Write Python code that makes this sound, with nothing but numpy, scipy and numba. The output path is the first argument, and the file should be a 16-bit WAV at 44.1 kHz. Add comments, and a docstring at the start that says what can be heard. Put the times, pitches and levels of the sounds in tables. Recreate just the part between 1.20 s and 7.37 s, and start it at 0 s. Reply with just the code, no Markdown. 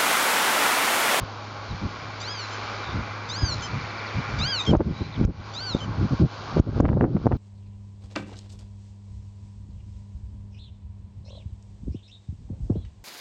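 """Open fields. A distant engine hums and throbs under airy hiss. A lapwing gives four squeaky two-note
alarm calls, a harmonic voice that creaks at the break; a small songbird twitters and whistles faintly.
Wind buffets the microphone harder and harder: turbulence rumbles, passing vortices pop,
and the heaviest pushes make the limiter duck everything."""
import sys
import numpy as np
from scipy import signal
from scipy.fft import rfft, irfft, next_fast_len
from scipy.io import wavfile
from scipy.ndimage import uniform_filter1d, map_coordinates
from numba import njit

SR = 44100
rng = np.random.default_rng(int(sys.argv[2]) if len(sys.argv) > 2 else 0)


def file_out(sig):
    """Save sig as 16-bit WAV at sys.argv[1]."""
    # one column per channel
    cols = np.atleast_2d(sig).T
    # limit, then scale
    lim = np.clip(cols, -1, 1)
    pcm = np.round(lim * 32767).astype(np.int16)
    wavfile.write(sys.argv[1], SR, pcm)


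N = 272097
TIME = np.arange(N) / SR

# breeze strength: time_s, level_db
BREEZE_LEVELS = [(0, -57), (.9, -43.5), (1.25, -58.5), (1.7, -40), (2, -49.5), (2.3, -35.5), (2.8, -50),
                 (3.9, -42), (4.1, -29), (4.3, -50), (4.7, -32), (5.15, -50.5), (5.5, -23.5), (5.7, -4.5),
                 (6, -18), (6.17, -7)]
# heavy pushes of air on the diaphragm: centre_s, length_s, peak_db
AIR_PUSHES = [(3.572, 0.011, 4), (4.054, .009, 7.5), (5.402, 0.0078, 8), (5.607, 0.0036, 12),
              (5.76, 0.24, 0), (6.07, 0.0049, -7)]


def undb(db):
    """Decibels to gain."""
    return 10 ** (np.asarray(db) / 20)


def unit(x):
    """Scale to rms 1."""
    return x / np.sqrt(np.mean(x ** 2) + 1e-18)


def curves(rows, t):
    """Table columns interpolated at times t."""
    time_s, *columns = np.transpose(rows)
    return [np.interp(t, np.sort(time_s), column) for column in columns]


def colour(points, hz):
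    """Gain at hz of a spectrum given as freq_hz, level_db."""
    freq_hz, level_db = np.transpose(points)
    return undb(np.interp(np.log(hz + 1), np.log(freq_hz), level_db))


def noise(size, shape):
    """Noise of rms 1 with spectrum shape(hz)."""
    n = next_fast_len(size)
    hz = np.arange(n // 2 + 1) * SR / n
    return unit(irfft(rfft(rng.standard_normal(n)) * shape(hz), n)[:size])


def walk(size, rate_hz):
    """Smooth random wander of spread 1."""
    knots = np.arange(size) * rate_hz / SR
    return map_coordinates(rng.standard_normal(size // 10 + 8), [knots + 2], order=1) * np.sqrt(3 / 2)


def band(x, lo_hz, hi_hz):
    """Zero-phase band-pass."""
    return signal.sosfiltfilt(signal.butter(4, [lo_hz, hi_hz], "band", fs=SR, output="sos"), x)


def progress(t, start_s, length_s):
    """Ramp from 0 to 1."""
    return np.clip((t - start_s) / length_s, 0, 1)


def add(out, start_s, x):
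    """Mix x into out at start_s."""
    i = max(0, int(start_s * SR))
    out[i:i + len(x)] += x[:max(0, N - i)]


def engine_and_hiss(firing_hz=104.2, hum_db=-40.5, octave_db=-19, throb=0.13, flicker_db=0.36):
    """A distant engine hums and its noise throbs once a firing; airy hiss lies above."""
    # register levels before trim: time_s, body_db, whine_db, hiss_db
    swells = [(0.05, -47.5, -54.5, -50), (1.12, -48, -47.5, -47), (1.45, -41, -45, -43.5),
              (1.97, -46, -47, -49.5), (2.36, -46, -47.5, -46), (2.73, -44.5, -43, -46.5),
              (3.11, -42.5, -42.5, -45.5), (3.37, -46, -46, -49), (3.51, -48, -50.5, -47),
              (3.91, -57.5, -51.5, -54), (4.01, -50.5, -53, -53.5), (4.23, -51.5, -54, -51),
              (4.45, -52, -56, -49.5), (4.66, -49, -55, -52.5), (5.23, -48, -54.5, -47.5),
              (5.3, -44.5, -54, -47.5)]
    # noise colour: freq_hz, density_db
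    air_colour = [(130, -12), (230, 5), (850, 6.5), (1200, 18.5), (1550, 18), (1850, 7), (2350, 1),
                  (2700, -4.5), (3600, -5.5), (4400, -3.5), (5300, -9), (6700, -17), (7250, -25),
                  (7700, -45)]
    # narrow engine resonances: centre_hz, width_hz, lift_db
    resonances = [(828, 14, 9), (1092, 12, 6), (1390, 60, 3), (2350, 30, 7)]
    phase = 2 * np.pi * np.cumsum(firing_hz * (1 + .003 * walk(N, 3))) / SR
    hum = np.sin(phase) + undb(octave_db) * np.sin(2 * phase)
    out = np.sqrt(2) * undb(hum_db + .5 * walk(N, 3)) * hum

    def air_gain(hz):
        lift_db = sum(db / (1 + (2 * (hz - centre) / width) ** 2) for centre, width, db in resonances)
        return colour(air_colour, hz) * undb(lift_db)

    spectrum = rfft(noise(N, air_gain) * (1 + throb * np.sin(phase)))
    hz = np.arange(len(spectrum)) * SR / N
    body_db, whine_db, hiss_db = curves(swells, TIME)
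    # five overlapping registers, each with its own swell
    centres_hz = [800, 1230, 1750, 2330, 3000]
    levels_db = [-41 + .5 * (body_db - body_db.mean()), body_db + 1, (body_db + whine_db) / 2 - 2,
                 whine_db + 1, hiss_db + 1]
    for share, level_db in zip(np.eye(len(levels_db)), levels_db):
        register = unit(irfft(spectrum * np.interp(hz, centres_hz, share), N))
        out += register * undb(level_db - flicker_db * walk(N, 19))
    return out


def turbulence(size, edge_hz, low_hz=80, slope=3.02, crackle_db=-20, crackle_decay=3.9):
    """Moving air: rumble falling steeply above edge_hz, with spurts of brighter crackle."""
    rumble = noise(size, lambda f: f / np.hypot(f, low_hz) / np.sqrt(1 + (f / edge_hz) ** (2 * slope)))
    spurts = np.exp(.9 * walk(size, 250))
    crackle = noise(size, lambda f: f * np.exp(-f * crackle_decay / (2 * edge_hz)))
    return rumble + undb(crackle_db) * unit(crackle * spurts)


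def breeze(restless_db=3):
    """Restless low rumble of air on the microphone."""
    rumble = turbulence(N, edge_hz=160, low_hz=47.4)
    return rumble * undb(curves(BREEZE_LEVELS, TIME)[0] + restless_db * walk(N, 22))


def vortex(width_s):
    """A vortex passes the port: pressure swings one way, then the other; peak 1."""
    u = np.arange(-20 * width_s, 20 * width_s, 1 / SR) / width_s
    return 16 / np.sqrt(27) * u / (1 + u ** 2) ** 2


def sputter(over_breeze_db=2, spread_db=3, width_at_0db_s=0.00071, speed_doubling_db=31.5, count=360):
    """The breeze sheds small vortices at random; stronger ones pass faster."""
    out = np.zeros(N)
    for k, (shift, strength) in enumerate(rng.standard_normal((count, 2))):
        centre_s = (k + shift / 2) / count * N / SR
        peak_db = curves(BREEZE_LEVELS, centre_s)[0] + over_breeze_db + spread_db * np.tanh(strength)
        width_s = width_at_0db_s * 2 ** (-peak_db / speed_doubling_db)
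        add(out, centre_s - 20 * width_s, undb(peak_db) * vortex(width_s))
    return out


def buffets():
    """Eddies swell and die on the microphone."""
    # eddies: centre_s, half_length_s, level_db, edge_hz
    eddies = [(0.023, 0.025, -27, 119), (0.526, .048, -28, 105), (0.645, 0.058, -25, 182),
              (1.778, 0.07, -25, 155), (2.231, 0.029, -25.5, 150), (2.557, 0.057, -25.5, 128),
              (2.981, 0.06, -24, 185), (3.188, 0.16, -26.5, 128), (3.504, 0.044, -15, 265),
              (3.546, 0.034, -10, 450), (3.608, 0.027, -7.5, 325), (3.686, 0.069, -15.5, 198),
              (3.815, 0.021, -21.5, 188), (4.015, 0.076, -21.5, 201), (4.092, 0.031, -8, 183),
              (4.195, 0.029, -26, 133), (4.823, .068, -18.5, 174), (4.928, 0.028, -17, 186),
              (5.034, 0.051, -8, 204), (5.378, 0.015, -22, 377), (5.484, .029, -11, 228),
              (5.642, 0.033, 0, 315), (5.72, 0.089, -7, 288), (5.837, 0.057, 4, 340),
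              (5.905, .07, -10, 240), (5.959, .024, 0.5, 203), (6.14, .045, -11.5, 304)]
    out, hann_rms = np.zeros(N), np.sqrt(3 / 8)
    for centre_s, half_length_s, level_db, edge_hz in eddies:
        size = int(2 * half_length_s * SR)
        eddy = turbulence(SR // 2, edge_hz)[:size] * np.hanning(size)
        add(out, centre_s - half_length_s, unit(eddy) * undb(level_db) * hann_rms)
    return out


def songbird_twitters(trill_hz=58, waver_hz=45, full_trill_hz=250):
    """Thin far-off notes, sliding or trilled; a trill sounds on its down-strokes."""
    # notes: start_s, length_s, from_hz, to_hz, level_db, trill_depth_hz
    twitters = [(0.474, 0.057, 4340, 3660, -49, 40), (1.611, 0.14, 3900, 3510, -47, 185),
                (3.725, .18, 3820, 4170, -50.5, 77.3), (3.917, 0.065, 4140, 2940, -49, 311)]
    out = np.zeros(N)
    for start_s, length_s, from_hz, to_hz, level_db, depth_hz in twitters:
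        t = TIME[:int(length_s * SR)]
        beat = 2 * np.pi * trill_hz * t
        hz = np.linspace(from_hz, to_hz, len(t)) + depth_hz * np.sin(beat) + waver_hz * walk(len(t), 150)
        pulsing = 1 - min(depth_hz / full_trill_hz, 1) * np.cos(beat)
        tone = np.sqrt(2) * np.sin(2 * np.pi * np.cumsum(hz) / SR)
        add(out, start_s, undb(level_db) * signal.windows.tukey(len(t), .5) * pulsing * tone)
    return out


def lapwing_voice(t, hz, third_db, upper_db, rough, fundamental_db, second_db,
                  rasp_hz=75, rasp_depth=.75, breath=.55, fade_s=0.005, low_db_per_octave=22):
    """Harmonic stack led by the third; roughness adds jitter, hiss and uneven pulses."""
    # colour of the upper overtones: freq_hz, level_db
    throat = [(3500, 9), (4700, 9.5), (5300, 16), (6400, 13.5), (7200, 10.5), (8000, -20)]
    size = len(t)
    hz = uniform_filter1d(hz, size=300) * (1 + .045 * rough * walk(size, 800) + .005 * walk(size, 110))
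    phase = 2 * np.pi * np.cumsum(hz) / SR
    # the two lowest harmonics come through as the pitch climbs
    arch = undb(low_db_per_octave * np.log2(hz / hz.max()))
    lowest = undb(fundamental_db) * np.sin(phase) + undb(second_db) * np.sin(2 * phase)
    low = np.sin(3 * phase) + arch * lowest
    orders = np.arange(4, 9)[:, None]
    weights = colour(throat, orders * hz)
    uneven = np.exp([.35 * walk(size, 45) for _ in orders])
    upper = (uneven * weights * np.sin(orders * phase)).sum(0) / np.sqrt((weights ** 2).sum(0))
    upper += 2 * np.exp(-((t - .014) / .01) ** 2) * np.sin(4 * phase)  # onset squeak
    upper += breath * rough * unit(band(rng.standard_normal(size), 3300, 6300))
    creak = 1 + rasp_depth * rough * np.sin(2 * np.pi * rasp_hz * t + walk(size, 60))
    flutter = np.exp(.14 * walk(size, 110) + .18 * walk(size, 35))
    edges = np.clip(np.minimum(t, t[-1] - t) / fade_s, 0, 1)
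    return np.sqrt(2) * edges * creak * flutter * (undb(third_db) * low + undb(upper_db) * upper)


def lapwing_call(rise_s, fall_s, break_s, top_hz, break_hz, note_hz, fall_bend, attack_s,
                 level_db, note_db, overtones_db, fundamental_db, second_db):
    """A long arched note, a break where the voice thins and creaks, then a short, hoarser note."""
    onset_hz, rebound_hz, sag_hz = 1175, 148.5, 42
    note_s, note_peak_s, note_fade_db = 0.096, 0.018, 7
    attack_db, break_dip_db, accent_db, accent_s, onset_rasp_s = 14, 15.5, 1, 0.0099, 0.014
    upper_db_per_octave, upper_dip_db, note_dull_db, swell_db, swell_s = -7, 11, 1, 3, 0.0085
    break_start_s = rise_s + fall_s
    note_start_s = break_start_s + break_s
    t = TIME[:int((note_start_s + note_s) * SR)]
    rise, fall = progress(t, 0, rise_s), progress(t, rise_s, fall_s)
    cross = progress(t, break_start_s, break_s)
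    broken = np.sin(np.pi * cross)
    off_peak = (np.maximum(t - note_start_s, 0) / note_peak_s - 1) ** 2
    strain = np.exp(-((t - break_start_s) / accent_s + 1) ** 2)  # last effort before the break

    arch_hz = onset_hz + (top_hz - onset_hz) * np.sin(np.pi / 2 * rise ** 1.08) ** 2
    arch_hz -= (top_hz - break_hz) * fall ** fall_bend
    hz = (1 - cross) * arch_hz + cross * (note_hz - sag_hz * off_peak) + rebound_hz * broken

    fade_db = cross * note_fade_db * off_peak * (t > note_start_s + note_peak_s)
    third_db = level_db + cross * (note_db - level_db) + accent_db * strain
    third_db -= attack_db * (1 - progress(t, 0, attack_s)) + break_dip_db * broken + fade_db
    upper_db = overtones_db + upper_db_per_octave * np.log2(np.maximum(hz, onset_hz) / 1400)
    upper_db += accent_db * strain - swell_db * (1 - progress(t, 0, swell_s))
    upper_db -= upper_dip_db * broken + note_dull_db * cross + fade_db / 2
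    rough = 0.057 + 0.07 * cross + 0.99 * (broken + np.exp(-t / onset_rasp_s)) + .2 * strain
    return lapwing_voice(t, hz, third_db, upper_db, rough, fundamental_db, second_db)


def lapwing(scatter_db=-20, scatter_t60_s=0.069):
    """Four alarm calls and their faint scatter off rough ground."""
    # calls: start_s, rise_s, fall_s, break_s, top_hz, break_hz, note_hz, fall_bend (1 = straight),
    # attack_s, level_db, note_db, overtones_db, fundamental_db, second_db (last two re third harmonic)
    alarms = [(1.000, .122, .121, .079, 1672, 1358, 1040, 1.25, 0.052, -39, -46.5, -49.5, -7, -4.5),
              (2.086, .112, .126, 0.11, 1661, 1370, 1043, 1.86, 0.015, -34.5, -41.5, -45.5, -7.5, -15),
              (3.184, .116, .113, 0.063, 1660, 1203, 1076, 1.2, .022, -30, -31, -46, -5.5, -3.5),
              (4.334, 0.1, 0.11, 0.068, 1555, 1196, 1042, 1.93, 0.04, -35, -37.5, -51.5, -7.5, -15)]
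    out = np.zeros(N)
    for start_s, *shape in alarms:
        add(out, start_s, lapwing_call(*shape))
    t = TIME[:SR // 2]
    tail = rng.standard_normal(len(t)) * np.exp(-np.log(1000) * t / scatter_t60_s)
    return out + undb(scatter_db) * signal.fftconvolve(out, tail / np.linalg.norm(tail))[:N]


def wind_pops(spread_s=0.0067, small_db=-10, small_width_ratio=0.86, count=8):
    """Each pop is one strong vortex in a flurry of smaller ones."""
    # strong vortices: centre_s, half_width_s, peak_db
    pops = [(2.235, 0.0025, -12.5), (3.516, 0.0014, -6.5), (3.533, 0.00093, -3), (3.538, 0.00061, -1),
            (3.551, 0.00069, 5), (3.606, 0.00046, -5.5), (4.014, .0013, -10), (4.55, 0.0011, -12),
            (5.37, 0.00083, -7.5), (5.4, 0.0018, -1), (5.602, .00063, 0), (5.654, 0.00032, 2),
            (5.69, .00031, -3), (5.732, 0.00048, -3), (5.772, 0.00078, 4), (5.811, 0.0004, 5),
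            (5.842, 0.00046, 9), (5.967, 0.00051, -4), (6.0681, 0.00073, 10.5), (6.116, .00061, 3.5)]
    out = np.zeros(N)
    for centre_s, width_s, peak_db in pops:
        add(out, centre_s - 20 * width_s, undb(peak_db) * vortex(width_s))
        for delay, strength, stretch in rng.standard_normal((count, 3)):
            small_width_s = width_s * small_width_ratio * np.exp(.25 * stretch)
            small = undb(peak_db + small_db) * np.tanh(strength) * vortex(small_width_s)
            add(out, centre_s + spread_s * (delay + .5) - 20 * small_width_s, small)
    return out


def songbird_whistles(start_s=2.592, step_s=.088, first_db=-51, growth_db=2, count=4):
    """An even run of quick downward sweeps, each louder than the last."""
    length_s, glide_s, from_hz, towards_hz = .05, .03, 5700, 2800
    out, t = np.zeros(N), TIME[:int(length_s * SR)]
    hz = towards_hz + (from_hz - towards_hz) * np.exp(-t / glide_s)
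    note = np.sqrt(2) * signal.windows.tukey(len(t), .5) * np.sin(2 * np.pi * np.cumsum(hz) / SR)
    for k in range(count):
        add(out, start_s + k * step_s, undb(first_db + k * growth_db) * note)
    return out


def wind_pushes():
    """Heavy one-way pressure pulses on the diaphragm."""
    out = np.zeros(N)
    for centre_s, length_s, peak_db in AIR_PUSHES:
        add(out, centre_s - length_s / 2, undb(peak_db) * np.hanning(int(length_s * SR)))
    return out


def push_ticks(tick_s=0.0052, ref_db=-40, ref_push_s=0.011):
    """A thin tick on the front of each push; the more abrupt the push, the louder."""
    out, size = np.zeros(N), int(tick_s * SR)
    for centre_s, length_s, _ in AIR_PUSHES:
        burst = unit(band(rng.standard_normal(SR // 10), 5300, 7000))[:size] * np.hanning(size)
        add(out, centre_s - length_s / 4 - tick_s / 2, undb(ref_db) * ref_push_s / length_s * burst)
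    return out


def scene():
    """Birds, engine and wind at one microphone."""
    birds = lapwing() + songbird_twitters() + songbird_whistles()
    background = engine_and_hiss()
    wind = breeze() + buffets() + sputter() + wind_pops() + wind_pushes() + push_ticks()
    return (birds + background + wind)[None]


@njit
def follow(x, attack_s, release_s):
    """Peak follower: jumps up, sinks slowly."""
    out, envelope = np.empty(len(x)), 0.
    for i in range(len(x)):
        level = abs(x[i])
        envelope += (level - envelope) / (SR * (attack_s if level > envelope else release_s))
        out[i] = envelope
    return out


def record(dry, ceiling=0.26, clip=.62, attack_s=0.0014, release_s=0.1, low_cut_hz=44, top_hz=7900):
    """A fast limiter ducks on heavy pushes; pops overshoot and clip; deep bass and top are cut."""
    gain = np.minimum(1, ceiling / (follow(dry[0], attack_s, release_s) + 1e-9))
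    limited = np.clip(dry * gain, -clip, clip)
    bass_cut = signal.sosfilt(signal.butter(2, low_cut_hz, "high", fs=SR, output="sos"), limited)
    return signal.sosfilt(signal.ellip(12, .2, 70, top_hz, fs=SR, output="sos"), bass_cut)


dry = scene()
out = record(dry)
file_out(out)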